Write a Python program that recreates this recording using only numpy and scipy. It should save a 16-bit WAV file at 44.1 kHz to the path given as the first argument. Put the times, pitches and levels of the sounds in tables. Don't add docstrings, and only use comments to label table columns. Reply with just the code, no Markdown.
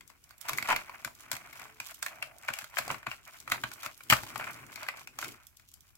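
import sys
import numpy as np
from scipy import signal
from scipy.fft import rfft, irfft, next_fast_len
from scipy.io import wavfile
from scipy.ndimage import map_coordinates

SR = 44100
rng = np.random.default_rng(int(sys.argv[2]) if len(sys.argv) > 2 else 0)


def digitize_waveform(pressure):
    field = np.atleast_2d(pressure).T
    bounded = np.clip(field, -1, 1)
    quanta = np.round(bounded * 32767).astype(np.int16)
    wavfile.write(sys.argv[1], SR, quanta)


def boost(x):
    u = np.asarray(x, float) / 20
    return 10 ** u


N = 263277

# frequency in Hz, density in dB per Hz.
HISS = [(18, -59), (30, -4), (88, 1), (624, -34), (1440, -22), (1870, -28.5), (2310, -16), (3420, -24.5),
        (15600, -19.5)]
# start in seconds, end in seconds, frequency in Hz, level in dB.
HUM = (1.57, 1.85, 436, -70)
# time in seconds, hold in seconds, paper rustle in dB, film crackle in dB.
SQUEEZES = [(0.1, .02, -68, -66), (0.293, 0.0075, -60, -74), (0.472, 0.12, -46, -50.5),
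            (0.697, 0.013, -36, -43), (0.866, 0.089, -54.5, -69), (1.039, 0.013, -56, -56.5),
            (1.2, 0.03, -53.5, -59), (1.33, 0.0091, -45, -52), (1.43, 0.26, -52.5, -60.5),
            (1.845, 0.055, -53.5, -52), (2.052, 0.09, -53.5, -64.5), (2.204, 0.076, -52, -65),
            (2.444, 0.16, -49, -53.5), (2.624, 0.02, -62, -76), (2.776, 0.0059, -46, -45),
            (2.85, .08, -48, -54.5), (3.089, 0.017, -49, -56.5), (3.272, .01, -57.5, -61),
            (3.33, 0.077, -58, -61), (3.526, .01, -40.5, -50.5), (3.668, 0.087, -50, -54),
            (3.837, 0.0091, -47, -49.5), (4.114, .2, -51, -51.5), (4.394, 0.11, -44.5, -51.5),
            (4.57, .1, -54.5, -71), (4.728, 0.18, -50, -57), (4.986, 0.019, -55, -56),
            (5.213, 0.074, -48, -51.5), (5.603, 0.26, -75.5, -71)]
# time in seconds, rumble in dB.
PRESS = [(0.0, -72), (0.42, -76.5), (0.54, -48.5), (0.73, -66.5), (0.9, -69), (1.36, -62.5), (2.0, -67.5),
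         (2.72, -73), (2.92, -50), (3.02, -78), (3.54, -56), (4.0, -72.5), (4.14, -56.5), (4.75, -58.5),
         (5.14, -70), (5.29, -49.5), (5.42, -74.5), (5.97, -75.5)]
# frequency in Hz, density in dB per Hz.
RUMBLE = [(25, -26.5), (60, -18), (127, 1.5), (180, -8.5), (240, -4), (350, -5.5), (480, -12.5), (700, -26)]
# frequency in Hz, width in Hz, level in dB.
PARCEL = [(625, 134, -2), (1100, 380, -1), (1450, 278, 1), (2337, 540, -1), (3270, 214, -14.5)]
# frequency in Hz, density in dB per Hz.
FILM = [(1500, -24), (3000, 3), (4000, -1), (6000, 0), (7600, -1.5), (9700, -7.5), (12300, -1.5),
        (15600, -7)]
# time in seconds, peak in dB, panel frequency in Hz.
CRIMPS = [(0.0082, -43, 2100), (0.1002, -45.5, 1100), (0.3074, -44, 1450), (0.4854, -25.5, 1510),
          (0.5325, -27, 2270), (5.5968, -49.5, 2310), (1.3292, -31, 1440), (1.3659, -32, 2290),
          (1.529, -39, 2150), (1.5962, -38.5, 2090), (2.0827, -38, 2570), (2.5364, -28, 2770),
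          (2.5872, -28, 2600), (2.6422, -35, 1500), (2.8785, -31, 740), (2.9131, -30.5, 697),
          (3.4997, -32.5, 1310), (3.7155, -36, 1410), (3.832, -34, 1300), (4.1069, -16, 2160),
          (4.1108, -17, 2240), (4.1665, -28.5, 1450), (4.2333, -33, 860), (4.2663, -39.5, 1000),
          (4.758, -33.5, 2230), (4.8301, -32.5, 1310), (4.9709, -41.5, 2380), (5.073, -34.5, 2530),
          (5.2444, -30, 2560)]
# time in seconds, peak in dB.
FILM_TICKS = [(0.292, -47.5), (0.0767, -46), (0.2395, -44), (0.3805, -45.5), (0.412, -39.5), (0.5748, -27),
              (0.685, -39), (0.7225, -31.5), (1.15, -43), (1.206, -41), (1.868, -35.5), (1.91, -34),
              (1.944, -38), (1.99, -46), (2.156, -46), (2.3834, -41.5), (2.448, -44), (2.699, -47),
              (3.2763, -41.5), (3.4014, -38), (3.736, -35.5), (3.976, -43), (4.035, -39), (4.1335, -20),
              (4.378, -32), (4.5078, -38), (4.532, -39.5), (4.665, -42.5), (5.214, -31.5), (5.281, -35),
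              (5.3225, -46),
    (5.468, -39.5),
    (5.5473, -72),
    (5.57, -44.5),
    (5.6871, -47),
    (5.7155, -47),
    (5.7393, -40.5),
    (5.8061, -46),
    (5.906, -57),
    (5.9533, -49),
]
# time in seconds, peak in dB, panel frequency in Hz.
FOLDS = [(0.4535, -36.5, 970), (0.48, -43.5, 1030), (0.8951, -32.5, 1006), (1.075, -35, 950),
         (1.615, -37, 1100), (2.74, -38, 1020), (1.6542, -38.5, 1100), (2.4831, -21.5, 2310),
         (2.5031, -32, 1470), (2.619, -37, 1670), (2.8224, -36.5, 1750), (2.893, -31, 1450),
         (2.9436, -29.5, 1140), (3.0292, -38.5, 1530), (3.1141, -26, 2780), (3.1251, -39.5, 2200),
         (3.4764, -29, 1350), (3.5445, -29.5, 960), (4.0064, -37.5, 1430), (4.131, -19, 1230),
         (4.1872, -31.5, 1617), (4.3023, -38, 1210), (4.3979, -32.5, 760), (4.4096, -30, 1430),
         (4.4208, -40, 2260), (4.4412, -30, 2270), (4.8654, -35.5, 1620), (5.2267, -25.5, 1470),
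         (5.2865, -38, 2180)]
# time in seconds, peak in dB, panel frequency in Hz, tick in dB, left-right in dB.
SNAPS = [(0.4934, -21, 1085, -2.5, 0), (0.5838, -18.5, 2070, -8.5, -1), (0.6255, -25.5, 2160, -3.5, -1),
         (0.7622, -19, 2310, -6.5, -1), (1.0473, -24, 1520, -1.5, 3), (1.3152, -25.5, 1580, 3.5, 7.5),
         (1.8006, -26.5, 2460, -4, 2.5), (2.0268, -25, 1585, 3.5, 0), (2.0627, -23.5, 1760, -6, -2),
         (2.2251, -23, 2690, -7.5, 2.5), (2.488, -19, 1480, -14, 5.5), (2.7702, -20.5, 1620, -23, 8.5),
         (2.7853, -18, 1680, -2.5, 2), (2.9025, -19.5, 1060, -32.5, -4), (3.0671, -23.5, 1100, -14.5, 5),
         (3.5188, -14, 2050, -7, 2), (3.6366, -19.5, 1530, -10.5, 0.5), (3.861, -25.5, 1340, -4.5, 1.5),
         (4.0997, -10.5, 3030, -1.5, 3), (4.1245, -6, 1253, -13, 6), (4.134, -13.5, 1550, -17.5, 6),
         (4.358, -25, 1215, -9, 5.5), (4.8863, -19, 1990, -12, 0.5), (5.1876, -28, 1145, 0, 0.5)]
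# time in seconds, peak in dB.
RATCHET = [
    (0.6886, -18),
    (.693, -18),
    (0.6961, -27),
    (0.7014, -19),
    (0.7079, -22),
    (0.711, -18.5),
    (0.718, -16.5),
    (0.7269, -16.5),
    (0.7311, -20.5),
]
# frequency in Hz, t60 in seconds.
ATTIC_DECAY = [(150, 0.31), (600, 0.2), (1500, 0.17), (4000, 0.17), (12000, 0.24)]
# frequency in Hz, level in dB.
WALLS = [(150, 14), (1500, -3.5), (4000, 0.5), (12000, -4.5)]
# time in seconds, peak in dB.
THUDS = [(0.521, -53), (0.619, -44), (1.052, -44.5), (1.326, -42.5), (1.611, -57), (1.804, -56),
         (2.496, -45), (2.62, -53), (2.794, -44), (2.895, -44), (3.07, -40.5), (3.515, -41), (3.633, -39),
         (3.856, -49), (4.094, -32), (4.116, -22.5), (4.225, -42), (4.354, -46), (5.219, -48)]
# frequency in Hz, level in dB, t60 in seconds.
TABLE_MODES = [(62, -22.5, 0.26), (124, -3.5, .09), (230, -4.5, 0.068), (319, -4.5, 0.053)]
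# start in seconds, end in seconds, frequency in Hz, width in Hz, level in dB.
RUB = (2.04, 2.46, 680, 200, -60)

HISS_DB = -61.5
GRIP_DB_S, LET_GO_DB_S = 298, 149
REST_DB = (-74.5, -79)
LEAD_S = 0.005
RATCHET_HZ, RATCHET_TICK_DB = 1030, -22
FOLD_TICK_DB, CRIMP_TICK_DB = -12, -1.5
LEFT_DB, SCATTER_DB = 2.5, 3
RIGHT_LAG = 5
TOP_HZ = 15850


def unit(x):
    return x / np.sqrt(np.mean(x ** 2) + 1e-20)


def peak_one(x):
    return x / np.abs(x).max(axis=-1, keepdims=True)


def along(points, hz):
    f, value = np.transpose(points)
    return np.interp(np.log(hz + 1), np.log(f + 1), value)


def wobble(rate):
    knots = rng.standard_normal(int(N * rate / SR) + 4)
    return map_coordinates(knots, [np.arange(N) * rate / SR])


def fade(start, end):
    t = np.arange(N) / SR
    return np.clip(np.minimum(t - start, end - t) / 0.072, 0, 1)


def filtered(x, response):
    m = next_fast_len(x.shape[-1] + 4096)
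    spectrum = rfft(x, m) * response(np.fft.rfftfreq(m, 1 / SR))
    return irfft(spectrum, m)[..., :x.shape[-1]]


def add(out, s, sound, pan_db=0):
    sides = boost(np.array([[pan_db / 2], [-pan_db / 2]]))
    out[:, round(s * SR):][:, :sound.shape[-1]] += sides * sound


def decay(t, t60):
    return boost(-60 * t / t60)


def hollow(f):
    small = (1j * f / (1j * f + 520)) ** 2
    total = 0
    for k, (center, width, db) in enumerate(PARCEL):
        mode = 1j * f * width / (center * center - f * f + 1j * f * width)
        total = total + (-1) ** k * boost(db) * mode
    return small * total


def film(f):
    return boost(along(FILM, f))


def hiss_and_hum():
    hiss = unit(filtered(rng.standard_normal((2, N)), lambda f: boost(along(HISS, f))))
    drone = filtered(hiss, lambda f: 1 / (1 + (f / 400) ** 4))
    breath = boost(5.4 * wobble(15) - 3.5)
    start, end, hz, db = HUM
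    pipe = boost(db) * fade(start, end) * np.sin(2 * np.pi * hz * np.arange(N) / SR)
    return boost(HISS_DB - 2.5) * (drone + breath * (hiss - drone)) + pipe


def grains(per_second, spread_db, clump_db, life):
    slip_db = spread_db * np.minimum(rng.exponential(1, N), 4.2) + clump_db * wobble(35)
    slips = (rng.random(N) < per_second / SR) * boost(slip_db)
    puff = np.abs(signal.lfilter([1], [1, -np.exp(-1 / (life * SR))], slips))
    shared, own = rng.standard_normal(N), rng.standard_normal((2, N))
    return puff * (shared + 1.32 * own)


def effort():
    t = np.arange(0, N / SR + .01, .002)
    power = boost(np.array(REST_DB)[:, None]) ** 2
    for s, hold, *db in SQUEEZES:
        down_db = GRIP_DB_S * np.maximum(s - t, 0) + LET_GO_DB_S * np.maximum(t - s - hold, 0)
        power = power + boost(np.array(db)[:, None] - down_db) ** 2
    return [np.interp(np.arange(N) / SR, t, 10 * np.log10(p)) for p in power]


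def handling():
    paper_db, film_db = effort()
    rustle = grains(700, spread_db=3.0, clump_db=3.0, life=0.0038)
    paper = unit(filtered(rustle, lambda f: hollow(f) / (1 + 0.99 * (f / 2900) ** 6)))
    crackle = unit(filtered(grains(1100, spread_db=3.5, clump_db=3.5, life=.0005), film))
    low = rng.standard_normal(N) + 0.95 * rng.standard_normal((2, N))
    rumble = unit(boost(3.5 * wobble(4.2)) * filtered(low, lambda f: boost(along(RUMBLE, f))))
    rumble_db = np.interp(np.arange(N) / SR, *np.transpose(PRESS)) + [[1.5], [-1.5]]
    return boost(paper_db + 0.5) * paper + boost(film_db + 2.0) * crackle + boost(rumble_db) * rumble


def all_creases():
    small = [(s, db, RATCHET_HZ, RATCHET_TICK_DB) for s, db in RATCHET]
    small += [(*row, FOLD_TICK_DB) for row in FOLDS]
    small += [(*row, CRIMP_TICK_DB) for row in CRIMPS]
    chances = rng.standard_normal(len(small))
    return SNAPS + [(*row, LEFT_DB + SCATTER_DB * chance) for row, chance in zip(small, chances)]


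def creaking(starts, t):
    gaps = np.where(starts[:, None] > starts, starts[:, None] - starts, 1)
    rest = np.min(gaps, axis=1)[:, None, None]
    level_db = -4.5 - 25 * np.clip(rest / 0.086, 0, 1) + rng.normal(0, 1.8, rest.shape)
    return boost(level_db - 60 * np.abs(t) / 0.022)


def snaps():
    out, t = np.zeros((2, N + SR)), np.arange(SR // 20) / SR - LEAD_S
    after = np.maximum(t, 0)
    creases, lone = all_creases(), FILM_TICKS
    count = len(creases) + len(lone)
    noise = rng.standard_normal((count, 3, len(t)))
    strain = creaking(np.array([row[0] for row in creases + lone]), t)
    slow = boost(rng.normal(0, 1.0, (count, 1, 1)))
    give = 1 - np.exp(-after / 0.00042)
    tear = 1 - np.exp(-(after / 0.001) ** 2)

    def ports(unlike):
        return noise[:, :1] + unlike * noise[:, 1:]

    pitch = np.array([row[2] for row in creases] + [1500] * len(lone))[:, None, None]
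    edge = np.array([1500] * len(creases) + [5000] * len(lone))[:, None, None]
    shine = rng.uniform(1800, 14000, (count, 1, 1))

    def near_panel(f):
        return hollow(f) / (1 + 0.3 * np.log(np.maximum(f, 1) / pitch) ** 2)

    def fold(f):
        return film(f) * f ** 2 / (f ** 2 + edge ** 2) * (1 + 0.35 * np.exp(-((f - shine) / 2200) ** 2))

    kick_shape = strain + give * decay(after, 0.023 * slow)
    tick_shape = strain + tear * (decay(after, 0.019 * slow) + 1.3 * decay(after, .004))
    kicks = peak_one(filtered(ports(1.0) * kick_shape, near_panel))
    ticks = peak_one(filtered(ports(2.5) * tick_shape, fold))
    for k, (s, db, hz, tick_db, pan_db) in enumerate(creases):
        panel = give * np.sin(2 * np.pi * hz * t) * decay(after, 0.013)
        add(out, s - LEAD_S, boost(db + 0.5) * (1.25 * panel + 0.8 * kicks[k]), pan_db - .7)
        add(out, s - LEAD_S - .0003, boost(db + tick_db + 3.5) * ticks[k], pan_db - 2.5)
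    for k, (s, db) in enumerate(lone):
        add(out, s - LEAD_S - .0003, boost(db + 3) * ticks[len(creases) + k], rng.normal(-0.94, 8.2))
    return out[:, :N]


def attic(x):
    out, hop = np.zeros((2, N + SR)), SR // 4
    for start in range(0, N, hop):
        hz, t, z = signal.stft(rng.standard_normal((2, SR // 3)), SR, nperseg=256)
        tail = signal.istft(z * decay(t, along(ATTIC_DECAY, hz)[:, None]), SR, nperseg=256)[1]
        wet = signal.fftconvolve(x[:, start:start + hop], tail / np.linalg.norm(tail[0]), axes=1)
        out[:, start + 130:][:, :wet.shape[1]] += wet
    return filtered(out[:, :N], lambda f: boost(along(WALLS, f)))


def thuds():
    out, t = np.zeros((2, N + SR)), np.arange(SR // 4) / SR
    push = 1 - np.exp(-(t / 0.0093) ** 2)
    for s, db in THUDS:
        phases = rng.normal(0, 0.32, (len(TABLE_MODES), 1, 1)) * [[1], [-1]]
        ring = 0
        for (hz, level, t60), phase in zip(TABLE_MODES, phases):
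            strength = boost(level + rng.normal(0, 0.8))
            ring = ring + strength * decay(t, t60) * np.sin(2 * np.pi * hz * t + phase)
        add(out, s, boost(db + 7.5) * push * ring)
    return out[:, :N]


def flap():
    start, end, hz, width, db = RUB
    slips = grains(2500, spread_db=1.5, clump_db=1.5, life=.002)
    wall = lambda f: (1j * f * width / (hz * hz - f * f + 1j * f * width)) ** 2
    return boost(db) * fade(start, end) * unit(filtered(slips, wall))


def scene():
    near = snaps()
    wrap = near + handling() + flap() + boost(-5) * attic(near)
    wrap[1] = np.roll(wrap[1], RIGHT_LAG)
    return wrap + thuds() + hiss_and_hum()


def roll_off(x):
    return signal.sosfilt(signal.butter(12, 16950, fs=SR, output="sos"), x)


def record(dry):
    held = dry / (1 + np.abs(dry / .95) ** 4) ** (1 / 4)
    band = filtered(held, lambda f: boost(np.where(f < TOP_HZ, 0, -27)))
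    return roll_off(band)


dry = scene()
out = record(dry)
digitize_waveform(out)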